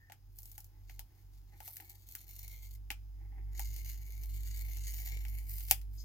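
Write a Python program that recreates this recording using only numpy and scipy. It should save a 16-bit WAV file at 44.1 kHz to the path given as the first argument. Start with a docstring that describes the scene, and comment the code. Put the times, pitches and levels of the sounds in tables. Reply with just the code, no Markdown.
"""Dense crackle, ticks and one sharp snap, close by: a glued plastic pad is picked loose with a blade and
peeled off the base of a hand-held computer mouse. Random thread breaks click and ring base, pad and hollow shell;
blade and nails tick as short noise bursts and damped modes; skin rubs and once squeaks in tiny slips.
The small dry room is short noise tails. Filtered noise makes its air, and sines with rumble make the low drone
of a motor that slowly gains speed, easing slightly near the end."""
import sys
import numpy as np
from scipy import signal
from scipy.fft import rfft, irfft
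from scipy.io import wavfile
from scipy.ndimage import uniform_filter1d

SR = 44100
rng = np.random.default_rng(int(sys.argv[2]) if len(sys.argv) > 2 else 0)


def to_wav(s):
    """Save 16-bit WAV."""
    ch = np.atleast_2d(s).T  # columns
    pcm = np.round(np.clip(ch, -1, 1) * 32767)  # PCM
    wavfile.write(sys.argv[1], SR, pcm.astype(np.int16))


N = 266672

# air and walls of the hollow shell: [f/Hz, width/Hz, relative level/dB]
SHELL_MODES = [(629, 80, -6), (780, 120, 4), (850, 100, 2.5), (1250, 450, -13)]
# half of any left-right contrast goes to each microphone, left first
LEFT_RIGHT = np.array([[1], [-1]]) / 2


def amp(db):
    """Decibels to gain."""
    return 10 ** (np.asarray(db) / 20)


def unit(x):
    """Scale to rms 1."""
    return x / np.sqrt(np.mean(x ** 2))


def unit_energy(y):
    """Scale a response to energy 1."""
    return y / np.linalg.norm(y)


def curves(table):
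    """Columns of a table, joined by straight lines in time."""
    times, *columns = np.transpose(table)
    return [np.interp(np.arange(N) / SR, times, column) for column in columns]


def walk(rate):
    """Smooth random drift with rms 1, from random steps at the given rate per second."""
    step = max(int(SR / rate), 1)
    stairs = np.repeat(rng.standard_normal(N // step + 1), step)
    return unit(uniform_filter1d(stairs, step)[:N])


def add(track, time_s, sound):
    """Mix a sound into a track at a time."""
    start = int(time_s * SR)
    track[start:start + len(sound)] += sound[:N - start]


def through(x, response):
    """Pass a sound through a response."""
    return signal.fftconvolve(x, response)[:N]


def impulse(points, peak_hz=1000, peak_db=0, size=4096):
    """Minimum-phase click of energy 1 with a drawn spectrum and one optional resonance."""
    hz, db = np.transpose(points)
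    log_hz = np.log(np.fft.rfftfreq(size, 1 / SR) + 1)
    resonance = peak_db / (1 + ((log_hz - np.log(peak_hz)) / 0.28) ** 2)
    spectrum_db = np.interp(log_hz, np.log(hz), db) + resonance
    # folding the cepstrum forward puts the energy as early as it can be
    cepstrum = irfft(np.log(amp(spectrum_db)))
    cepstrum[1:size // 2] *= 2
    cepstrum[size // 2 + 1:] = 0
    return unit_energy(irfft(np.exp(rfft(cepstrum))))


def ring(modes, size=4096):
    """Coupled damped modes that swell quickly and die away; energy 1."""
    t = np.arange(size) / SR
    y = np.zeros(size)
    for hz, width, db in modes:
        envelope = width ** 2 * t * np.exp(-np.pi * width * t)
        y += amp(db) * envelope * np.sin(2 * np.pi * hz * t)
    return unit_energy(y)


def tail(start_s, t60, size=16384):
    """Dense reflections that begin after start_s and fall 60 dB in t60 seconds; energy 1."""
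    t = np.arange(size) / SR - start_s
    decay = np.exp(-np.log(1000) * np.abs(t) / t60)
    return unit_energy(rng.standard_normal(size) * (t > 0) * decay)


def even(y):
    """Keep the timing of a response but level its broad colour; energy 1."""
    spectrum = rfft(y, 2 * len(y))
    power = uniform_filter1d(np.abs(spectrum) ** 2, size=len(y) // 64)
    return unit_energy(irfft(spectrum / np.sqrt(power))[:len(y)])


def space(x, pan_db, hands_db, room_db):
    """Direct sound, left first; scatter from the hands, then desk and walls."""
    right_lag_s = .00016
    out = []
    # the right microphone takes up only a little of the pan
    for side, lag_s in ((1, 0), (0.16, right_lag_s)):
        side_db = side * pan_db / 2
        near = amp(hands_db) * tail(.0002, .008)
        near[int(lag_s * SR)] += 1
        # the pan is taken back out of the room, so a nearer side sounds drier
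        far = amp(room_db - side_db) * (tail(.002, 0.092) + amp(-13) * tail(0.011, 0.21))
        out.append(amp(side_db) * through(x, even(near + far)))
    return np.array(out)


def moving(x, pan_db, hands_db, room_db):
    """The hands shift, so the sound passes between two patterns of reflections."""
    angle = 1.644 * walk(3)
    first = space(x * np.cos(angle), pan_db, hands_db, room_db)
    second = space(x * np.sin(angle), pan_db, hands_db, room_db)
    return first + second


def gate_db(start, end):
    """Attack, hold and release of a stroke, in dB below its full level."""
    attack_db_per_s, release_db_per_s = 350, 300
    t = np.arange(N) / SR
    attack = attack_db_per_s * np.maximum(start - t, 0)
    release = release_db_per_s * np.maximum(t - end, 0)
    return np.maximum(-attack - release, -100)


def strokes(rows):
    """Level in dB over time of strokes given as (start, length, dB)."""
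    return np.max([db + gate_db(s, s + length) for s, length, db in rows], axis=0)


def threads(rate, spread_db, bunch_db):
    """Stick-slip breaks at random, smallest sizes most common, bunched in level; rms 1."""
    breaks = rng.random(N) < rate / SR
    size_db = spread_db * np.minimum(rng.exponential(size=N), 4)
    size = amp(size_db) * rng.choice([-1, 1], N)
    return unit(breaks * size * amp(bunch_db * walk(110)))


def air(level_db):
    """Room rumble, alike at both microphones, under a thin unrelated hiss."""
    # spectrum of the room air: [f/Hz, relative level/dB]
    air_spectrum = [(20, -16.5), (40, -0.5), (75, -3), (130, -9.5), (200, -24.5), (310, -18), (420, -27.5),
                    (650, -33.5), (800, -24.5), (1050, -33), (6700, -38.5), (8400, -45), (11600, -33),
                    (16000, -30.5)]
    low_pass = signal.butter(1, 700, fs=SR, output="sos")
    high_pass = signal.butter(1, 500, "high", fs=SR, output="sos")
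    shared = signal.sosfilt(low_pass, rng.standard_normal(N))
    own = signal.sosfilt(high_pass, rng.standard_normal((2, N)))
    drift = amp(level_db + 1.0 * walk(2.45))
    return drift * np.array([through(shared + hiss, impulse(air_spectrum)) for hiss in own])


def drone():
    """A motor drones and rumbles through the building, beside a hum near twice its turning rate."""
    # overtones of the motor: [multiple of turning rate, relative level/dB, share of swell followed/0-1]
    motor_orders = [(1, -42, 1), (2, -62.5, .8), (3, -78, 0.07)]
    # swell of the motor, taken against its usual level: [t/s, level/dB]
    motor_swell = [(0.0, -77), (0.3, -55), (0.6, -58), (1.03, -52), (1.09, -68), (1.33, -53), (1.63, -60),
                   (1.7, -72), (2.1, -56), (2.14, -63), (2.47, -49), (3.2, -47), (3.65, -39), (4.13, -45),
                   (4.28, -40), (5.44, -39), (5.49, -42), (6.05, -44)]
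    # spectrum of the rumble: [f/Hz, relative level/dB]
    rumble_spectrum = [(20, -24), (55, -3.5), (80, 5), (125, -3.5), (180, -10), (250, -14), (320, -13),
                       (420, -24), (1000, -41), (4000, -61)]
    # the turning rate climbs along an arch
    top_hz, top_s, bend_hz_per_s2 = 51.3, 4.6, 0.41
    lead = 0.61 * LEFT_RIGHT  # radians by which the left leads
    hz = top_hz - bend_hz_per_s2 * (np.arange(N) / SR - top_s) ** 2
    phase = 2 * np.pi * np.cumsum(hz) / SR
    swell_db = curves(motor_swell)[0] + 42.7

    motor = np.zeros((2, N))
    for multiple, order_db, share in motor_orders:
        level = amp(order_db + share * swell_db + 0.78 * walk(10))
        motor += level * np.sin(multiple * phase + lead)

    hum_hz = 96.5 * (1 + 0.0063 * walk(6.95))
    hum_phase = 2 * np.pi * np.cumsum(hum_hz) / SR
    hum = amp(-57.5 + 0.78 * walk(4) + 0.3 * swell_db) * np.sin(hum_phase + lead)

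    noise = through(rng.standard_normal(N), impulse(rumble_spectrum))
    rumble = amp(-67 + 0.84 * swell_db) * noise
    return (np.sqrt(2) * (motor + hum) + rumble) * amp(-1.9 * LEFT_RIGHT)


def fingertip():
    """A fingertip slides over the plastic near the end, in tiny slips with a soft hiss."""
    # level of the slide: [t/s, level/dB]
    slide_levels = [(5.9, -88), (5.97, -81), (5.985, -57), (6.02, -63), (6.05, -77)]
    skin_modes = [(5200, 800, -4), (6120, 900, -6), (6900, 400, -12)]  # f/Hz, width/Hz, level/dB
    rub = threads(rate=3900, spread_db=0, bunch_db=0.5) * amp(curves(slide_levels)[0])
    return space(through(rub, ring(skin_modes)), pan_db=6.0, hands_db=-3.5, room_db=-6.5)


def grip():
    """Fingers shift on the shell: skin drags in small slips, and once squeaks softly."""
    # drags of the skin: [start t/s, length/s, level/dB]
    grip_shifts = [(0.74, 0.04, -78), (1.1, 0.08, -79), (1.53, 0.02, -70), (1.8, 0.14, -73),
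                   (3.19, 0.07, -73), (3.33, 0.08, -69), (3.46, 0.16, -73)]
    # what the grip rings with: [f/Hz, width/Hz, relative level/dB]
    grip_modes = [(335, 90, 1), (815, 130, -2), (2000, 600, -7)]
    squeak_stroke = (0.0, 0.08, -71)  # start/s, length/s, level/dB
    squeak_mode = (1820, 200, 0)  # f/Hz, width/Hz, level/dB
    slips = threads(rate=900, spread_db=2.0, bunch_db=2.5)
    drag = through(slips * amp(strokes(grip_shifts)), ring(grip_modes))
    squeak = through(slips * amp(strokes([squeak_stroke])), ring([squeak_mode]))
    return space(drag + squeak, pan_db=3.0, hands_db=-3.0, room_db=-3.0)


def fracture(level_db):
    """A catch crumbles in a short flurry of slips; the harder the break, the shorter it is."""
    t60 = 0.0097 * amp(-.2 * (level_db + 53))
    return even(tail(0, t60, size=1024))


def ticks(rows, echo_db=0):
    """A catch lets go: the edge cracks, the plastic flexes at its own pitch, the shell knocks."""
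    # spectrum of the cracking edge: [f/Hz, relative level/dB]
    edge_spectrum = [(200, -23.5), (1000, -41.5), (3500, -19), (5500, -9.5), (7000, -9), (9000, -10.5),
                     (11000, -4), (12300, -2), (14000, -2), (16500, -5)]
    # spectrum of the flexing plastic: [f/Hz, relative level/dB]
    flex_spectrum = [(150, -9), (310, -8), (450, -17), (1050, -14), (1500, -6.5), (2100, -2), (2900, -2.5),
                     (3600, -8), (4300, -8), (7000, -11), (12000, -19)]
    edge, flex, knock = np.zeros((3, N))
    crack = impulse(edge_spectrum)
    for s, edge_db, flex_db, knock_db, hz in rows:
        add(edge, s, amp(edge_db + 27.5) * signal.fftconvolve(fracture(edge_db), crack))
        add(flex, s, amp(flex_db + 26.5) * impulse(flex_spectrum, peak_hz=hz, peak_db=8))
        # each place of contact and each grip favours other modes of the shell
        shell = [(f * (1 + 0.024 * rng.normal()), width, db + 2 * rng.normal())
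                 for f, width, db in SHELL_MODES]
        add(knock, s, amp(knock_db + 25.5) * ring(shell))
    return (space(edge, pan_db=4.5, hands_db=-4, room_db=echo_db - 4)
            + space(flex, pan_db=0.5, hands_db=3, room_db=echo_db + 2.5)
            + space(knock, pan_db=6.0, hands_db=-4.5, room_db=echo_db - 1.5))


def taps():
    """Blade and nail tap the plastic, each with its own mix of edge, flex and knock."""
    # levels ahead of each layer's make-up gain:
    # [t/s, crisp edge level/dB, flexing plastic level/dB, hollow knock level/dB, flexing spot f/Hz]
    tap_rows = [(0.0988, -87, -61, -57.5, 1200), (0.121, -54, -55, -61, 1700),
                (0.5798, -48, -61, -61.5, 1400), (0.8968, -63, -56.5, -65, 2100),
                (0.9933, -46.5, -54, -60.5, 4040), (1.6041, -54.5, -57, -53.5, 1300),
                (1.678, -47.5, -61, -57, 2680), (1.7685, -46, -60, -80, 1780),
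                (1.8008, -63, -56, -61, 1900), (2.1518, -43, -52, -73, 1500),
                (2.904, -47.5, -37, -51, 2450), (2.9147, -46, -55, -61, 2534),
                (3.5946, -40, -49.5, -49.5, 1990), (5.2514, -56.5, -53, -67.5, 2240)]
    return ticks(tap_rows)


def strands():
    """Thick strands snap singly: thin ticks at first, fuller as the pad comes free to flex."""
    # snaps, ahead of the make-up gain: [t/s, level/dB]
    snap_rows = [(0.387, -50), (0.4308, -54), (0.456, -53), (0.516, -54.5), (0.6038, -54.5), (0.6438, -57),
                 (1.8971, -52), (2.088, -53.5), (2.3917, -50.5), (2.4306, -53.5), (2.4791, -50),
                 (3.7633, -49), (4.2349, -51.5), (4.5729, -54), (4.7701, -49.5), (4.938, -49),
                 (4.9814, -52), (5.2829, -55), (5.5801, -53), (5.6057, -50), (5.685, -51), (5.815, -60)]
    # flex and shell knock against the snap; the flex grows with time
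    flex_db, flex_db_per_s, knock_db, flex_hz = -23, 3.0, -27, 4400
    return ticks([(s, db, db + flex_db + flex_db_per_s * s, db + knock_db, flex_hz)
                  for s, db in snap_rows])


def let_go():
    """The pad lets go in one loud, sharp snap; a little light snapping from other layers follows."""
    # t/s, then edge, flex and knock level/dB ahead of make-up gain, flexing spot f/Hz
    snap = (5.7111, -20.5, -31.5, -38.5, 3000)
    pan_db = 1.5
    return ticks([snap], echo_db=-1) * amp(pan_db * LEFT_RIGHT)


def effort():
    """Levels of glue, base and pad in dB, set by the loudest pick or pull at each moment."""
    # levels in these tables stand ahead of each layer's trim
    # short picks at the edge of the pad: [start t/s, length/s, snapping glue level/dB, base rasp level/dB]
    pick_rows = [(0.36, 0.29, -63.5, -76), (0.895, 0.055, -67, -66), (1.14, 0.08, -75, -79),
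                 (1.33, 0.06, -73, -80), (5.93, 0.12, -63, -73)]
    # the first pull lifts a corner: [t/s, snapping glue level/dB, base rasp level/dB, pad buzz level/dB]
    first_pull = [(1.48, -79, -78, -89), (1.64, -58, -67, -73), (1.74, -58, -72, -77), (1.8, -57, -65, -69),
                  (2.0, -69, -73, -86), (2.11, -60, -64, -76), (2.22, -65, -67, -76), (2.39, -58, -63, -72),
                  (2.56, -63, -67, -67), (2.76, -64, -71, -76)]
    # the second strips the pad: [t/s, snapping glue level/dB, base rasp level/dB, pad buzz level/dB]
    second_pull = [(3.52, -74, -79, -80), (3.58, -56, -59, -65), (3.82, -59, -61, -66),
                   (3.89, -54, -56, -60), (3.97, -66, -68, -72), (4.19, -64, -68, -72),
                   (4.42, -58, -62, -67), (4.6, -57, -60, -62), (4.7, -58, -62, -66), (5.0, -52, -60, -62),
                   (5.17, -57, -61, -61), (5.24, -64, -69, -70), (5.38, -57, -66, -66),
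                   (5.45, -61, -73, -73), (5.51, -48, -62, -63), (5.67, -52, -64, -67),
                   (5.705, -38, -52, -58)]
    pick_pad_db = -10  # a pick hardly moves the pad: its buzz against the rasp
    levels = []
    for s, length, glue, base in pick_rows:
        full = np.array([[glue], [base], [base + pick_pad_db]])
        levels.append(full + gate_db(s, s + length))
    for pull in (first_pull, second_pull):
        # a pull swells and fades twice as fast in dB as a pick
        levels.append(np.array(curves(pull)) + 2 * gate_db(pull[0][0], pull[-1][0]))
    return np.max(levels, axis=0)


def peeling():
    """Each breaking thread clicks, rasps the base and plucks the pad, which passes a little to the shell."""
    # spectrum of snapping glue: [f/Hz, relative level/dB]
    glue_spectrum = [(300, -38), (1200, -30), (2400, -17.5), (3600, -18), (5600, -14), (8300, -12.5),
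                     (10500, -5.5), (12500, -2), (15000, 0), (16500, -7)]
    # bending of the stiff base: [f/Hz, width/Hz, relative level/dB]
    base_modes = [(4600, 1200, -1.5), (5500, 1400, -4), (6500, 1700, -1)]
    # bending of the taut pad: [f/Hz, width/Hz, relative level/dB]
    pad_modes = [(2000, 280, -9.5), (2190, 310, 12.5), (2750, 750, 1)]
    # the shell creaks under the pull of the pad
    creaks_per_s, creak_db = 14, -22  # level against the pad
    creak_mode = (430, 300, 0)  # f/Hz, width/Hz, level/dB

    glue_db, base_db, pad_db = effort() + 1.3 * walk(22)  # the peel line advances in uneven surges
    # picking at the edge gives lone snaps; pulling the freed pad makes them crowd together
    crowd = amp(.3 * (np.maximum(pad_db, -85) + 64))
    coarse = threads(rate=330 * crowd, spread_db=3.2, bunch_db=1.5)
    fine = threads(rate=3000, spread_db=2.6, bunch_db=3.5) * np.sqrt(crowd)

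    clicks = (coarse + amp(-2.5) * fine) * amp(glue_db + 0.2)
    crackle = through(clicks, impulse(glue_spectrum))
    scrape = (amp(-1) * coarse + fine) * amp(base_db - 4.7)
    rasp = through(scrape, ring(base_modes))

    pluck = (amp(-4) * coarse + fine) * amp(pad_db - 3)
    creaks = threads(rate=creaks_per_s, spread_db=2.5, bunch_db=1.0) * amp(pad_db + creak_db)
    buzz = through(pluck, ring(pad_modes))
    buzz += amp(-17.5) * through(pluck, ring(SHELL_MODES))
    buzz += through(creaks, ring([creak_mode]))
    return (moving(crackle, pan_db=0.5, hands_db=3.5, room_db=-4.5)
            + moving(rasp, pan_db=6.5, hands_db=-0.5, room_db=-4.0)
            + moving(buzz, pan_db=10.0, hands_db=-0.5, room_db=-4.0))


def scene():
    """The work of the hands over the quiet room."""
    room = air(level_db=-65) + drone()
    skin = fingertip() + grip()
    return room + skin + taps() + strands() + let_go() + peeling()


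def record(dry):
    """The left microphone hears the upper midrange more strongly than the right; the top is cut steeply."""
    centre_hz, width_hz, share = 5300, 3200, 0.3  # share added on the left and lost on the right
    top_hz = 16000
    midrange = signal.lfilter(*signal.iirpeak(centre_hz, centre_hz / width_hz, fs=SR), dry)
    heard = dry + 2 * share * LEFT_RIGHT * midrange
    return signal.sosfilt(signal.ellip(10, .2, 80, top_hz, fs=SR, output="sos"), heard)


dry = scene()
out = record(dry)
to_wav(out)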